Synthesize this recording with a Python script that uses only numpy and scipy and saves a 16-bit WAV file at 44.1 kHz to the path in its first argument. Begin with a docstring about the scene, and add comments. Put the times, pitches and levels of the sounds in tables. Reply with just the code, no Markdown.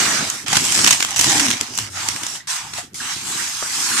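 """A filled plastic bag is picked up, crinkles, and is slid onto the steel pan of a scale in a workroom.
Creases snap over a dense crackle of buckling film, with small knocks and dull handling bumps.
Friction makes the load hum briefly as it slides and settles.
Before and after: smooth swishes of something rubbing near the microphone, over faint air noise."""
import sys
import numpy as np
from scipy import signal
from scipy.fft import rfft, irfft
from scipy.io import wavfile
from scipy.ndimage import map_coordinates

SR = 44100
rng = np.random.default_rng(int(sys.argv[2]) if len(sys.argv) > 2 else 0)


def to_wav(sig):
    """Store sig (one row per channel, or 1-D mono) as 16-bit WAV at the path in sys.argv[1].

    Samples outside -1..1 are clipped; the rate is SR.
    """
    pcm = np.clip(np.atleast_2d(sig), -1, 1) * 32767
    pcm = np.round(pcm).astype(np.int16)
    wavfile.write(sys.argv[1], SR, pcm.T)  # frames by channels


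N = 176400
TIME_S = np.arange(N) / SR
FREQ_HZ = np.fft.rfftfreq(N, 1 / SR)

# Levels are relative. Air spectrum: f/Hz, level/dB; overall level
AIR_SPECTRUM, AIR_DB = [(30, -23), (130, 9), (500, -25), (1500, -8), (14000, -24)], -52.5
# Source spectra: f/Hz, level/dB
SWISH_SPECTRUM = [(450, -11), (780, -3), (1350, -0.5), (4200, -4.5), (6000, 0.5), (7900, 2), (10500, -8),
                  (14000, -17)]
BUMP_SPECTRUM = [(25, -17), (49, -28), (90, -5.5), (194, -3.5), (270, 2), (420, -2), (600, -1.5)]
FILM_SPECTRUM = [(430, -17), (780, -0.5), (3100, -1), (4150, -5), (6200, 0.5), (8000, -1.5), (11000, -12.5),
                 (14000, -19.5)]
SNAP_SPECTRUM = [(60, -16), (250, -1.5), (500, -16), (800, -4.5), (3000, 2), (4200, -4.5), (6300, 6),
                 (8500, 2), (14000, -14)]
# Rubbing, one list per stroke: t/s, mid level/dB, treble level/dB
SWISH_STROKES = [
    [(0, -16, -17.5), (0.25, -25.5, -27), (0.36, -33, -28.5), (0.445, -40.5, -37)],
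    [(1.9, -53, -38.5), (1.97, -26.5, -31), (2.09, -27.5, -28), (2.2, -34, -31.5), (2.36, -32.5, -30),
     (2.46, -54.5, -65)],
    [(2.473, -32.5, -29.5), (2.5, -25, -24.5), (2.56, -28.5, -24), (2.63, -33, -35.5), (2.72, -39.5, -39.5),
     (2.785, -28, -27.5), (2.88, -53.5, -49.5)],
    [(2.944, -42.5, -28.5), (2.98, -38.5, -29.5), (3.02, -29.5, -30), (3.12, -28, -28), (3.22, -36, -32),
     (3.3, -30, -24.5), (3.37, -28, -23.5), (3.54, -30.5, -27.5), (3.74, -29.5, -24), (3.8, -26.5, -22),
     (3.96, -24.5, -19.5), (4, -15, -19)],
]
# High-pass corner per stroke: f/Hz
SWISH_HIGHPASS_HZ = [433, 626, 720, 833]
# Handling noise: t/s, bass level/dB, low-mid level/dB
BUMP_ENVELOPE = [(0, -38.5, -29.5), (0.29, -44.5, -37), (0.42, -61, -49.5), (0.55, -32, -34.5),
                 (0.66, -49, -36), (0.86, -37.5, -35), (1.12, -50, -46.5), (1.18, -35.5, -44),
                 (1.33, -39, -29.5), (1.66, -53, -44), (2.3, -55, -50), (2.46, -62, -63),
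                 (2.64, -45, -51.5), (2.8, -53, -54), (3.35, -54.5, -42.5), (3.55, -53.5, -55),
                 (4, -55, -33)]
# Friction tones of the load: t/s, f/Hz, level/dB
SLIDE_TONE = [(1.28, 321.3, -36), (1.39, 290.2, -29.5), (1.45, 268, -27.5), (1.51, 240.4, -28.5),
              (1.58, 237, -54)]
SETTLE_TONE = [(1.78, 126.2, -45), (1.83, 107.6, -33), (1.89, 95.5, -45), (1.95, 91.4, -40),
               (2.02, 98, -50), (2.12, 106, -40)]
# Dull tap: t/s, level/dB
TAP_HITS = [(3.625, -22)]
# Hollow knocks: t/s, f/Hz, level/dB
KNOCK_HITS = [(.529, 820, -17), (2.06, 896, -28.5), (2.402, 1934, -37.5), (2.667, 845, -38),
              (2.784, 719, -28.5), (2.944, 2140, -38), (3.003, 1630, -27.5)]
# Bag film, pick-up then set-down: t/s, mid level/dB, treble level/dB
BAG_STROKES = [
    [(0.462, -28, -34), (0.515, -22.5, -24), (0.548, -19.5, -19.5), (0.62, -26.5, -20.5),
     (0.74, -25, -18.5), (0.93, -22, -19), (0.98, -31, -25), (1.15, -31, -30.5)],
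    [(1.162, -26.5, -19), (1.19, -27, -19.5), (1.32, -21, -17.5), (1.43, -22, -20), (1.52, -26.5, -25.5),
     (1.56, -31.5, -29.5), (1.69, -36, -36.5), (1.77, -37.5, -30.5), (1.8, -31.5, -26), (1.89, -39, -41)],
]
# Snapping creases: t/s, length/s, mid level/dB, treble level/dB
CREASE_SNAPS = [(0.3, 0.0016, -34, -10), (0.482, 0.0027, -20, -16), (0.529, 0.0067, -11, -17),
                (0.554, 0.0098, -15, -20), (0.568, 0.0054, -9, -9), (0.651, 0.0017, -20, -13),
                (0.721, 0.003, -23, -9.5), (0.79, 0.0021, -10.5, -16), (0.844, 0.0048, -12, -12),
                (0.863, 0.0033, -11, -13), (0.873, 0.0095, -10.5, -11), (0.907, 0.0067, -11, -8.5),
                (0.926, 0.0083, -14, -12.5), (1.004, 0.0048, -14.5, -18), (1.025, 0.0043, -11.5, -14),
                (1.048, 0.0018, -15.5, -14), (1.107, 0.0024, -31, -19), (1.192, 0.0082, -14.5, -10),
                (1.211, 0.003, -16, -5.5), (1.243, 0.0028, -15.5, -11), (1.38, 0.0018, -15.5, -15),
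                (1.396, 0.0073, -12.5, -14.5), (1.483, 0.002, -16, -18), (1.503, 0.0042, -19, -16),
                (1.512, 0.0022, -14.5, -16.5), (1.6104, 0.002, -16, -11), (1.7761, 0.0009, -21, -8),
                (1.7868, 0.0018, -14, -13.5), (2.086, 0.003, -16, -11.5), (2.162, 0.0012, -19.5, -20.5),
                (2.233, 0.0048, -23, -23.5), (2.266, 0.0024, -23, -19), (2.735, 0.0049, -26, -27.5),
                (2.933, 0.0018, -59, -41)]
# Likeness of the two microphone ports: f/Hz, correlation
PORT_CORRELATION = [(120, .96), (280, .78), (600, .42), (1200, .45), (2500, .1)]
# Port imbalance: f/Hz, left minus right level/dB
PORT_BALANCE = [(750, 0.5), (1500, -3.5), (4300, -3), (5900, -6), (7900, 3), (10500, 1.5)]

TREBLE_SPLIT_HZ, BASS_SPLIT_HZ = 4160, 135


def amp(db):
    """dB to gain."""
    return 10 ** (np.asarray(db) / 20)


def unit(x):
    """Scale to rms 1."""
    return x / np.sqrt(np.mean(x ** 2) + 1e-20)


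def per_bin(points):
    """Table interpolated to FFT bins, log frequency."""
    hz, value = np.transpose(points)
    return np.interp(np.log(FREQ_HZ + 1), np.log(hz), value)


def filtered(x, gain):
    """Apply a gain per bin."""
    return irfft(rfft(x) * gain, N)


def lowpass(hz):
    """Fourth-order low-pass gain."""
    return 1 / np.sqrt(1 + (FREQ_HZ / hz) ** 8)


def highpass(hz):
    """Power complement of the low-pass."""
    return np.sqrt(1 - lowpass(hz) ** 2)


def wander(hz):
    """Slow random motion, rms 1."""
    return unit(filtered(rng.standard_normal(N), lowpass(hz)))


def correlate(pair):
    """Two independent signals to stereo, bass alike at both ports."""
    angle = np.arccos(np.clip(per_bin(PORT_CORRELATION), -1, 1)) / 2
    mid, side = filtered(pair[0], np.cos(angle)), filtered(pair[1], np.sin(angle))
    return np.array([mid + side, mid - side])


def noise():
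    """Stereo white noise."""
    return correlate(rng.standard_normal((2, N)))


def envelope(t_s, db, rise_s=0.001, fade_s=0.012):
    """Gain along a level curve; crisp rise before it, fade after."""
    early_s, late_s = np.maximum(t_s[0] - TIME_S, 0), np.maximum(TIME_S - t_s[-1], 0)
    return amp(np.interp(TIME_S, t_s, db)) * np.exp(-early_s / rise_s - late_s / fade_s)


def two_bands(x, low_gain, high_gain, split_hz):
    """Split in two; normalise and weight each band."""
    low, high = unit(filtered(x, lowpass(split_hz))), unit(filtered(x, highpass(split_hz)))
    return low_gain * low + high_gain * high


def follow(x, strokes, split_hz):
    """Each band follows its own level through the strokes."""
    curves = [np.transpose(rows) for rows in strokes]
    low_gain = sum(envelope(t_s, db) for t_s, db, _ in curves)
    high_gain = sum(envelope(t_s, db) for t_s, _, db in curves)
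    return two_bands(x, low_gain, high_gain, split_hz)


def grains(rate_per_s, spread_db, decay_s, facets=24):
    """Tiny bucklings of uneven size; each facet has its own short ring."""
    t_s, out = np.arange(512) / SR, np.zeros((2, N))
    for _ in range(facets):
        hits = rng.random(N) < rate_per_s / facets / SR
        clicks = hits * amp(spread_db * np.minimum(rng.exponential(1, N), 3))
        ring = rng.standard_normal((2, len(t_s))) * np.exp(-t_s / decay_s)
        out += signal.oaconvolve(clicks[None], ring, axes=1)[:, :N]
    return unit(correlate(out))


def folds(x, depth_db=2.5, width_hz=262.2, life_s=0.05):
    """Shifting folds: brief resonances that come and go."""
    frames = signal.stft(x, nperseg=512, noverlap=384)[2]
    hz, t_s = np.arange(frames.shape[1]) * SR / 512, np.arange(frames.shape[2]) * 128 / SR
    grid = np.meshgrid(hz / width_hz, t_s / life_s, indexing="ij")
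    fields = rng.standard_normal((3, 200, 200))
    shared, left, right = [map_coordinates(field, grid, order=1, mode="wrap") for field in fields]
    gain = unit(amp(depth_db * unit(shared + np.array([left, right]))))
    return signal.istft(frames * gain, nperseg=512, noverlap=384)[1][:, :N]


def air():
    """Faint, steady air noise."""
    return amp(AIR_DB) * unit(filtered(noise(), amp(per_bin(AIR_SPECTRUM))))


def room(x, t60_s=0.24, gap_s=0.004, gain_db=-9):
    """Short diffuse tail from floor and walls."""
    t_s = np.arange(SR // 2) / SR
    tail = rng.standard_normal((2, len(t_s))) * amp(-60 * t_s / t60_s) * (t_s > gap_s)
    return amp(gain_db) * signal.fftconvolve(x, tail / np.linalg.norm(tail[0]), axes=1)[:, :N]


def swishes(gain_db=-1, grit_db=-9.5, pressure_db=0.47):
    """Friction noise with some grit, under uneven pressure; later strokes are thinner."""
    rub = noise() + amp(grit_db) * grains(rate_per_s=1600, spread_db=6, decay_s=0.0014)
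    rub = filtered(folds(rub), amp(per_bin(SWISH_SPECTRUM))) * amp(pressure_db * wander(hz=42))
    return amp(gain_db) * sum(follow(filtered(rub, highpass(hz)), [stroke], TREBLE_SPLIT_HZ)
                              for stroke, hz in zip(SWISH_STROKES, SWISH_HIGHPASS_HZ))


def bumps(lump_db=3.8):
    """Dull, lumpy noise of load and hands moving."""
    thud = filtered(noise(), amp(per_bin(BUMP_SPECTRUM)) * lowpass(hz=390))
    thud *= amp(lump_db * wander(hz=19))
    return follow(thud, [BUMP_ENVELOPE], BASS_SPLIT_HZ)


def friction_hum(tone, waver=0.038, roughness=0.3):
    """Low, unsteady friction tone; sinks as the load comes to rest."""
    t_s, hz, db = np.transpose(tone)
    pitch_hz = np.interp(TIME_S, t_s, hz) * (1 + waver * wander(hz=55))
    sine = np.sqrt(2) * np.sin(2 * np.pi * np.cumsum(pitch_hz) / SR)
    return sine * envelope(t_s, db) * (1 + roughness * wander(hz=51))


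def tap(decay_s=0.0074):
    """Soft tap: a short puff without treble."""
    gain = np.zeros(N)
    for start_s, db in TAP_HITS:
        gain += amp(db) * (TIME_S > start_s) * np.exp(-abs(TIME_S - start_s) / decay_s)
    return gain * unit(filtered(noise(), lowpass(hz=1830) ** 2 * highpass(hz=270)))


def knocks(rise_s=0.0012, decay_s=0.0091, roughness=0.92):
    """One rough, quickly damped resonance per knock."""
    out = np.zeros((2, N))
    rattle = 1 + roughness * unit(filtered(rng.standard_normal((2, N)), lowpass(hz=170)))
    for start_s, hz, db in KNOCK_HITS:
        age_s = np.maximum(TIME_S - start_s, 0)
        shape = np.minimum(age_s / rise_s, 1) * np.exp(-age_s / decay_s)
        out += amp(db) * shape * rattle * np.sin(2 * np.pi * hz * age_s)
    return np.sqrt(2) * out


def crinkle(clump_db=1.8):
    """Bag in the hands: clumps of crackle over the hiss of film sliding on film."""
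    crackle = grains(rate_per_s=1500, spread_db=2.6, decay_s=0.00058) * amp(clump_db * wander(hz=44))
    film = filtered(folds(crackle + noise()), amp(per_bin(FILM_SPECTRUM)) * highpass(hz=410))
    return follow(film, BAG_STROKES, TREBLE_SPLIT_HZ)


def snaps(gain_db=0.13, rise_s=0.0003, sag_db=3, decay_s=0.0015):
    """A crease runs through the film in milliseconds: a hard burst that sags and stops short."""
    mid_gain, treble_gain = np.zeros((2, N))
    for start_s, length_s, mid_db, treble_db in CREASE_SNAPS:
        age_s = np.maximum(TIME_S - start_s, 0)
        shape = np.minimum(age_s / rise_s, 1) ** 2 * np.exp(-np.maximum(age_s - length_s, 0) / decay_s)
        shape *= amp(-sag_db * np.minimum(age_s / length_s, 1))
        mid_gain += amp(mid_db) * shape
        treble_gain += amp(treble_db) * shape
    burst = filtered(folds(noise()), amp(per_bin(SNAP_SPECTRUM)))
    return amp(gain_db) * two_bands(burst, mid_gain, treble_gain, TREBLE_SPLIT_HZ)


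def scene():
    """Air, rubbing and bag through two ports of different colour; room tail on the impacts only."""
    impacts = snaps() + knocks() + tap()
    mix = air() + swishes() + crinkle() + impacts + room(impacts) + bumps()
    mix += friction_hum(SLIDE_TONE) + friction_hum(SETTLE_TONE)
    balance_db = per_bin(PORT_BALANCE)
    return filtered(mix, amp(np.array([balance_db, -balance_db]) / 2))


def record(dry):
    """Clip at full scale, then band-limit."""
    cutoff_hz = 14400
    kernel = signal.firwin(255, cutoff_hz, window=("kaiser", 8), fs=SR)
    return signal.oaconvolve(np.clip(dry, -1, 1), kernel[None], "same", axes=1)


dry = scene()
out = record(dry)
to_wav(out)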